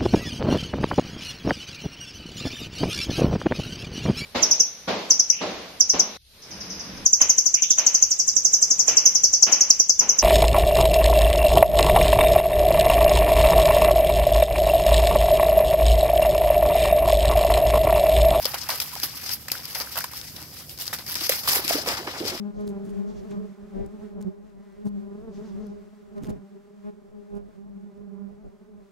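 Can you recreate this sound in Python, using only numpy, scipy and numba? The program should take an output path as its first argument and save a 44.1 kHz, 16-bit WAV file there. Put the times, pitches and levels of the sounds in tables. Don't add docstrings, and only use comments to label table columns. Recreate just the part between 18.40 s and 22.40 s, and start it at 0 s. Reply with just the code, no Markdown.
import sys
import numpy as np
from scipy import signal
from scipy.fft import rfft, irfft
from scipy.io import wavfile
from scipy.ndimage import uniform_filter1d, map_coordinates
from numba import njit

SR = 44100
rng = np.random.default_rng(int(sys.argv[2]) if len(sys.argv) > 2 else 0)


def file_out(sig):
    cols = np.atleast_2d(sig).T
    lim = np.clip(cols, -1, 1)
    pcm = np.round(lim * 32767).astype(np.int16)
    wavfile.write(sys.argv[1], SR, pcm)


def gain_from_db(level_db):
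    decades = np.asarray(level_db, float) / 20
    return 10 ** decades


N = 176400

# start_s, slap_db, spray_under_slap_db, spray_decay_s,
# body_under_slap_db
PAW_SLAPS = [(0.0531, -7, -36, 0.04, -26), (0.134, -31.5, -12, 0.034, -2.5),
             (0.142, -15.5, -11, 0.016, -13), (0.2901, -11.5, -12.5, 0.046, -15.5),
             (0.4005, -9.5, -15, 0.037, -28), (0.5517, -29, -28.5, 0.018, -13), (0.585, -25, -5, 0.12, -42),
             (0.631, -10, -10.5, 0.025, -28.5), (0.855, -25.5, 1, 0.034, -40),
             (0.891, -15, -6.5, 0.035, -51), (1.082, -17, -40, 0.0099, -18.5),
             (1.1159, -8, -19.5, 0.07, -35), (1.253, -23.5, -42, 0.22, -24), (1.3477, -16.5, -6, 0.04, -17),
             (1.399, -17, -18, 0.043, -17.5), (1.555, -19.5, -18, 0.031, -11.5),
             (1.573, -16.5, -11, 0.014, -11.5), (1.585, -13.5, -13, 0.033, -35),
             (1.604, -15, -18, 0.037, -31), (1.64, -14, -31, 0.0065, -14), (1.7125, -24.5, -6, 0.1, -23),
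             (1.9628, -22, -33, 0.08, -23),
             (2.29, -34.5, -2, 0.048, -55), (2.375, -25, -17, 0.05, -40),
               (2.388, -25.5, -2, 0.051, -20.5), (2.4542, -25, -13, 0.033, -48),
               (2.477, -17.5, -42, 0.07, -29), (2.528, -22, 4, 0.02, -9.5), (2.587, -27.5, -23, 0.022, -14),
               (2.6626, -25, -0.5, 0.047, -21), (2.741, -36, -23, 0.057, -43),
               (2.7557, -11, -13.5, 0.067, -53), (2.8106, -18, -4, 0.035, -20), (2.836, -14, -3, 0.02, -36),
               (2.893, -2.5, -15, 0.061, -32), (3.0344, -20.5, -6, 0.14, -15),
               (3.074, -10.5, -3, 0.054, -19), (3.132, -11.5, -22, 0.014, -18.5),
               (3.142, -23.5, 6, 0.057, -4), (3.235, -29, 8, 0.043, -36), (3.2786, -10, -5.5, 0.059, -48.5),
               (3.295, -18, 1, 0.09, -11), (3.46, -22.5, 2.5, 0.071, -4.5),
               (3.4864, -13.5, -14.5, 0.078, -12.5), (3.571, -27.5, -16, 0.02, -2.5),
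               (3.6695, -28, -15, 0.032, -0.5), (3.735, -38.5, -18, 0.062, 5),
               (3.8135, -30.5, 7, 0.18, -7.5), (3.871, -15.5, -7.5, 0.017, -33)]
# start_s, level_db, pitch_hz
AIR_POCKETS = [(0.054, -19, 532), (0.14, -17.5, 740), (0.291, -14, 940), (0.401, -20, 2400),
               (0.451, -35, 1060), (0.562, -28.5, 834), (0.63, -35, 293), (1.081, -22, 1900),
               (1.1, -21, 2500), (1.151, -20.5, 1510), (1.352, -47, 910), (1.405, -32, 535),
               (1.471, -25.5, 1500), (1.568, -19, 1470), (1.608, -22, 1540), (1.642, -19, 1040),
               (1.734, -27.5, 1070), (2.019, -40, 284), (2.529, -20, 1750), (2.814, -31.5, 320),
               (2.894, -12.5, 527), (2.92, -12, 1910), (3.075, -11.5, 1110), (3.165, -22, 447),
               (3.19, -23, 370), (3.247, -29, 324), (3.306, -9, 653), (3.353, -16.5, 440),
               (3.473, -18.5, 477), (3.849, -19, 436)]
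# start_s, level_db, pitch_hz, length_s
HOLE_GLUGS = [
    (0.529, -41, 914, 0.024),
    (3.346, -27, 258, 0.022),
    (3.377, -30, 555, 0.027),
    (3.591, -36.5, 331, 0.04),
    (3.673, -30.5, 320, 0.015),
    (3.801, -31, 306, 0.032),
    (3.828, -34, 400, 0.02),
    (3.919, -35, 341, 0.034),
    (3.939, -35, 303, 0.029),
    (3.945, -34, 574, 0.012),
]
# time_s, patter_db
WADING = [(0, -36.5), (.94, -39), (.98, -46.5), (1.07, -45.5), (1.2, -40.5), (1.8, -43), (1.9, -46),
          (2.03, -44), (2.09, -52.5), (2.2, -40), (2.3, -60), (2.6, -38.5), (2.65, -51), (2.72, -36),
          (3.6, -39.5), (4, -36)]
# time_s, churn_db
HOLE_CHURN = [(0, -52.5), (2.7, -48), (3.15, -45.5), (3.33, -33.5), (3.39, -25.5), (3.43, -35), (3.47, -23),
              (3.56, -37), (3.66, -32.5), (3.68, -35), (3.71, -35.5), (3.79, -33.5), (3.81, -25.5),
              (3.88, -31.5), (3.95, -28), (4, -47)]
# start_s, level_db, top_octave_under_whole_db
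STEM_TICKS = [(0.0454, -15, -13), (0.0654, -16, -21), (0.2887, -15, -8), (0.3034, -15, -19),
              (0.3274, -21, -13), (0.4005, -12, -10), (0.4164, -20, -8), (0.5536, -18, -11), (0.6, -17, -7),
              (0.6354, -11, -16), (0.8929, -16, -11), (1.1174, -10, -12), (1.1824, -24, -11),
              (1.2017, -28, -13), (1.2424, -27, -7), (1.2545, -22, -10), (1.3299, -22, -5),
              (1.3503, -17, -8), (1.4012, -15, -12), (1.7345, -24, -10), (1.8138, -22, -23),
              (2.0028, -31, -10), (2.0183, -29, -9), (2.0264, -25, -13), (2.2947, -23, -11),
              (2.3875, -23, -11), (2.3999, -24, -8), (2.4114, -20, -12), (2.4214, -24, -16),
              (2.4304, -30, -10), (2.4553, -25, -11), (2.4678, -20, -10), (2.4788, -15, -15),
              (2.587, -25, -16), (2.6653, -24, -11), (2.6793, -23, -11), (2.7104, -19, -15),
              (2.7364, -24, -13), (2.7427, -15, -10), (2.7541, -12, -12), (2.7704, -19, -8),
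              (2.8095, -15, -11), (2.8933, -8, -12), (3.0804, -12, -10), (3.0964, -9, -12),
              (3.1094, -11, -11), (3.1318, -11, -10), (3.2789, -11, -16), (3.2974, -15, -11),
              (3.473, -19, -15), (3.4875, -15, -17), (3.5504, -23, -17), (3.8526, -24, -18),
              (3.8726, -19, -22), (3.9764, -23, -11)]
# time_s, left_port_lag_samples
DOG_BEARING = [
    (0, 1.7),
    (1.3, 5),
    (2.4, 1.55),
    (3.1, 8.8),
]
# frequency_hz, density_db_per_hz
SPRAY_SPECTRUM = [(1200, -8.5), (2200, -2), (5500, -3), (11000, -4.5), (16000, -5.5)]
# frequency_hz, density_db_per_hz
BODY_SPECTRUM = [(250, -30), (500, -3.5), (1000, -0.5), (2000, -3.5), (5000, -19)]
# frequency_hz, density_db_per_hz
RUMBLE_SPECTRUM = [(25, -32), (65, 4), (160, -1), (300, -8.5), (700, -32), (2000, -22.5)]
# frequency_hz, density_db_per_hz
DRIZZLE_SPECTRUM = [(2500, -20), (6000, -1), (13000, -6)]
# frequency_hz, width_hz, level_db
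LEFT_RESONANCES = [(5110, 890, 13), (18700, 1240, 19.5)]
# frequency_hz, width_hz, level_db
RIGHT_RESONANCES = [(12190, 1360, 13), (420, 2400, -7)]


def colour(points):
    f = np.arange(N // 2 + 1) * SR / N + 1
    hz, db = np.array(points, float).T
    a, b = rfft(rng.standard_normal((2, N)))
    alike = 0.87 / (1 + (f / 2400) ** 2)
    pair = np.array([a, alike * a + np.sqrt(1 - alike ** 2) * b])
    x = irfft(gain_from_db(np.interp(np.log(f), np.log(hz), db)) * pair, N)
    return x / x.std()


def walk(rate_hz):
    k = int(SR / rate_hz)
    w = uniform_filter1d(uniform_filter1d(rng.standard_normal(N), k), k)
    return w / w.std()


def follow(points):
    return np.interp(np.arange(N) / SR, *np.array(points).T)


def late(x):
    left = map_coordinates(x[0], [np.arange(N) - follow(DOG_BEARING)], mode="mirror")
    return np.array([left, x[1]])


def patchy(x, depth_db, rate_hz):
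    spec, f = rfft(x), np.arange(N // 2 + 1) * SR / N
    edges = [0, 1800, 2800, 4200, 6500, 9500, SR]
    out = np.zeros((2, N))
    for lo, hi in zip(edges, edges[1:]):
        out += irfft(spec * ((f >= lo) & (f < hi)), N) * gain_from_db(depth_db * walk(rate_hz))
    return out


@njit
def ring(n, at, w, cycles, size, lag, glide, onset):
    out = np.zeros((2, n))
    for g in range(len(at)):
        fade = 6.9 * w[g] / (2 * np.pi * cycles[g])
        for c in range(2):
            start = at[g] + (lag[g] if c == 0 else 0.)
            i0 = int(start) + 1
            for i in range(max(i0, 0), min(n, i0 + int(5 / fade))):
                u = i - start
                level = size[g] * np.exp(-fade * u) * (1 - np.exp(-onset * w[g] * u))
                out[c, i] += level * np.sin(w[g] * u * (1 + glide * fade * u))
    return out


def grains(s, hz, cycles, size, glide):
    scatter = 3 * rng.standard_normal(len(s))
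    lag = np.interp(s, *np.array(DOG_BEARING).T) + scatter
    return ring(N, s * SR, 2 * np.pi * hz / SR, cycles * np.ones(len(s)), size, lag, 1. * glide, 0.28)


def shower(env, count, lo_hz, hi_hz, cycles, glide):
    when, pitch, rarity, sign = rng.random((count, 4)).T
    hz = lo_hz * (hi_hz / lo_hz) ** pitch
    size_db = 2.0 * np.minimum(-np.log(1 - rarity), 4.0)
    size = gain_from_db(size_db) * np.sign(sign - .5) / np.sqrt(np.mean(gain_from_db(2 * size_db)))
    gain = np.sqrt(4 * 4.74 * N / count / cycles * hz / SR)
    return grains(when * N / SR, hz, cycles, size * gain * env[(when * N).astype(int)], glide)


def rumble():
    hum_hz = 151.4 + 4 * walk(8)
    hum = gain_from_db(-56.5 + 3 * walk(7)) * np.sin(2 * np.pi * np.cumsum(hum_hz) / SR)
    return colour(RUMBLE_SPECTRUM) * gain_from_db(-49.5 + 1.5 * walk(6)) + hum


def drizzle():
    return colour(DRIZZLE_SPECTRUM) * gain_from_db(-58 + 2.7 * walk(30))


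def paw_efforts():
    rise_s, slap_s = 0.0018, 0.0032
    t, power = np.arange(N) / SR, np.zeros((3, N))
    for s, db, spray_db, decay_s, body_db in PAW_SLAPS:
        i = int(s * SR)
        u = t[i:i + SR // 2] - s + 1 / SR
        rise = 1 - np.exp(-u / rise_s)
        tail = (1 - np.exp(-u / (0.19 * decay_s))) * np.exp(-(u / decay_s) ** 1.35)
        slap = rise * np.exp(-u / slap_s)
        spray = gain_from_db(spray_db) * rise * tail
        body = gain_from_db(body_db + 9) * (slap + 0.64 * tail)
        power[:, i:i + len(u)] += gain_from_db(2 * db) * np.array([slap, spray, body]) ** 2
    return np.sqrt(power)


def crackle(env, count):
    when, rarity = rng.random((count, 2)).T
    hit = np.zeros(N)
    hit[(when * N).astype(int)] = gain_from_db(np.minimum(-4.5 * np.log(1 - rarity), 9))
    click_s = 0.00031
    return env * signal.lfilter([1], [1, -np.exp(-1 / (click_s * SR))], hit)


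def spray_sheet(slap, wet):
    torn = wet * gain_from_db(3.42 * walk(93)) + 0.69 * crackle(wet, count=260)
    noise = patchy(colour(SPRAY_SPECTRUM), depth_db=2.5, rate_hz=37.4)
    return late(noise * gain_from_db(-11) * np.hypot(gain_from_db(3.5) * slap, torn))


def splash_body(body):
    return late(colour(BODY_SPECTRUM) * body * gain_from_db(-8.0 + 1.55 * walk(190)))


def splashes():
    slap, spray, body = paw_efforts()
    patter, churn = gain_from_db(follow(WADING)), gain_from_db(follow(HOLE_CHURN))
    wet = np.hypot(spray, patter * gain_from_db(3.5 + 0.97 * walk(10.5)))
    stirred = np.hypot(body, 1.52 * patter)
    drops = shower(wet, count=6000, lo_hz=1520, hi_hz=13900, cycles=4.8, glide=0.018)
    bubbles = shower(stirred, count=1500, lo_hz=685, hi_hz=3120, cycles=24, glide=0.059)
    gurgle = shower(churn, count=2000, lo_hz=245.7, hi_hz=775, cycles=5.5, glide=0.0092)
    water = spray_sheet(slap, wet) + splash_body(body)
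    return water + gain_from_db(-7.5) * drops + gain_from_db(-13) * bubbles + gain_from_db(-3) * gurgle


def ticks():
    s, db, top_db = np.repeat(np.array(STEM_TICKS), 6, axis=0).T
    delay, place = rng.random((len(s), 2)).T
    part = (np.arange(len(s)) % 6 + place) / 6
    tilt_db = np.clip(2 * (top_db + 13), -12, 12) * (part - .5)
    return grains(s + .0007 * delay, 3000 * 4.8 ** part, 7.0, gain_from_db(db - 1.5 + tilt_db), glide=0)


def plops():
    s, db, hz = np.array(AIR_POCKETS).T
    return grains(s + 0.001516, hz, 10.9, gain_from_db(db + 2.0), glide=0.0056) * gain_from_db(1.2 * walk(300))


def glugs():
    out = np.zeros(N)
    for s, db, hz, length_s in HOLE_GLUGS:
        u = np.arange(int(length_s * SR)) / (length_s * SR)
        tone = np.sin(2 * np.pi * hz * length_s * u * (1 + 0.12 * u))
        swell = np.sin(np.pi * u ** 0.69)
        i = int(s * SR)
        out[i:i + len(u)] += gain_from_db(db) * swell * tone
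    return late(np.tile(out * gain_from_db(0.83 * walk(120)), (2, 1)))


def among_trees(near):
    t60_s, level_db = 0.1, -13
    u = np.arange(SR // 2) / SR
    tail = rng.standard_normal((2, len(u))) * np.exp(-np.log(1000) * u / t60_s) * (u > .004)
    tail = tail / np.sqrt(np.sum(tail[0] ** 2))
    return near + gain_from_db(level_db) * signal.fftconvolve(near, tail, axes=1)[:, :N]


def turn_away(x):
    turn_s, shade_db, turn_per_s = 3.18, -12.5, 2
    low = signal.filtfilt(*signal.butter(2, 8000, fs=SR), x)
    turned = np.clip((np.arange(N) / SR - turn_s) * turn_per_s, 0, 1)
    return low + (x - low) * gain_from_db(shade_db * turned)


def scene():
    near = drizzle() + splashes() + ticks() + plops() + glugs()
    return turn_away(among_trees(near)) + rumble()


def port(x, peaks):
    out = x.copy()
    for hz, width_hz, db in peaks:
        out += gain_from_db(db) * signal.lfilter(*signal.iirpeak(hz, hz / width_hz, fs=SR), x)
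    return out


def low_pass(x):
    return signal.sosfilt(signal.butter(12, 16790, fs=SR, output="sos"), x)


def record(dry):
    x = np.array([port(dry[0], LEFT_RESONANCES), port(dry[1], RIGHT_RESONANCES)])
    x = signal.sosfilt(signal.ellip(8, .2, 58, 15600, fs=SR, output="sos"), x)
    return low_pass(x)


dry = scene()
out = record(dry)
file_out(out)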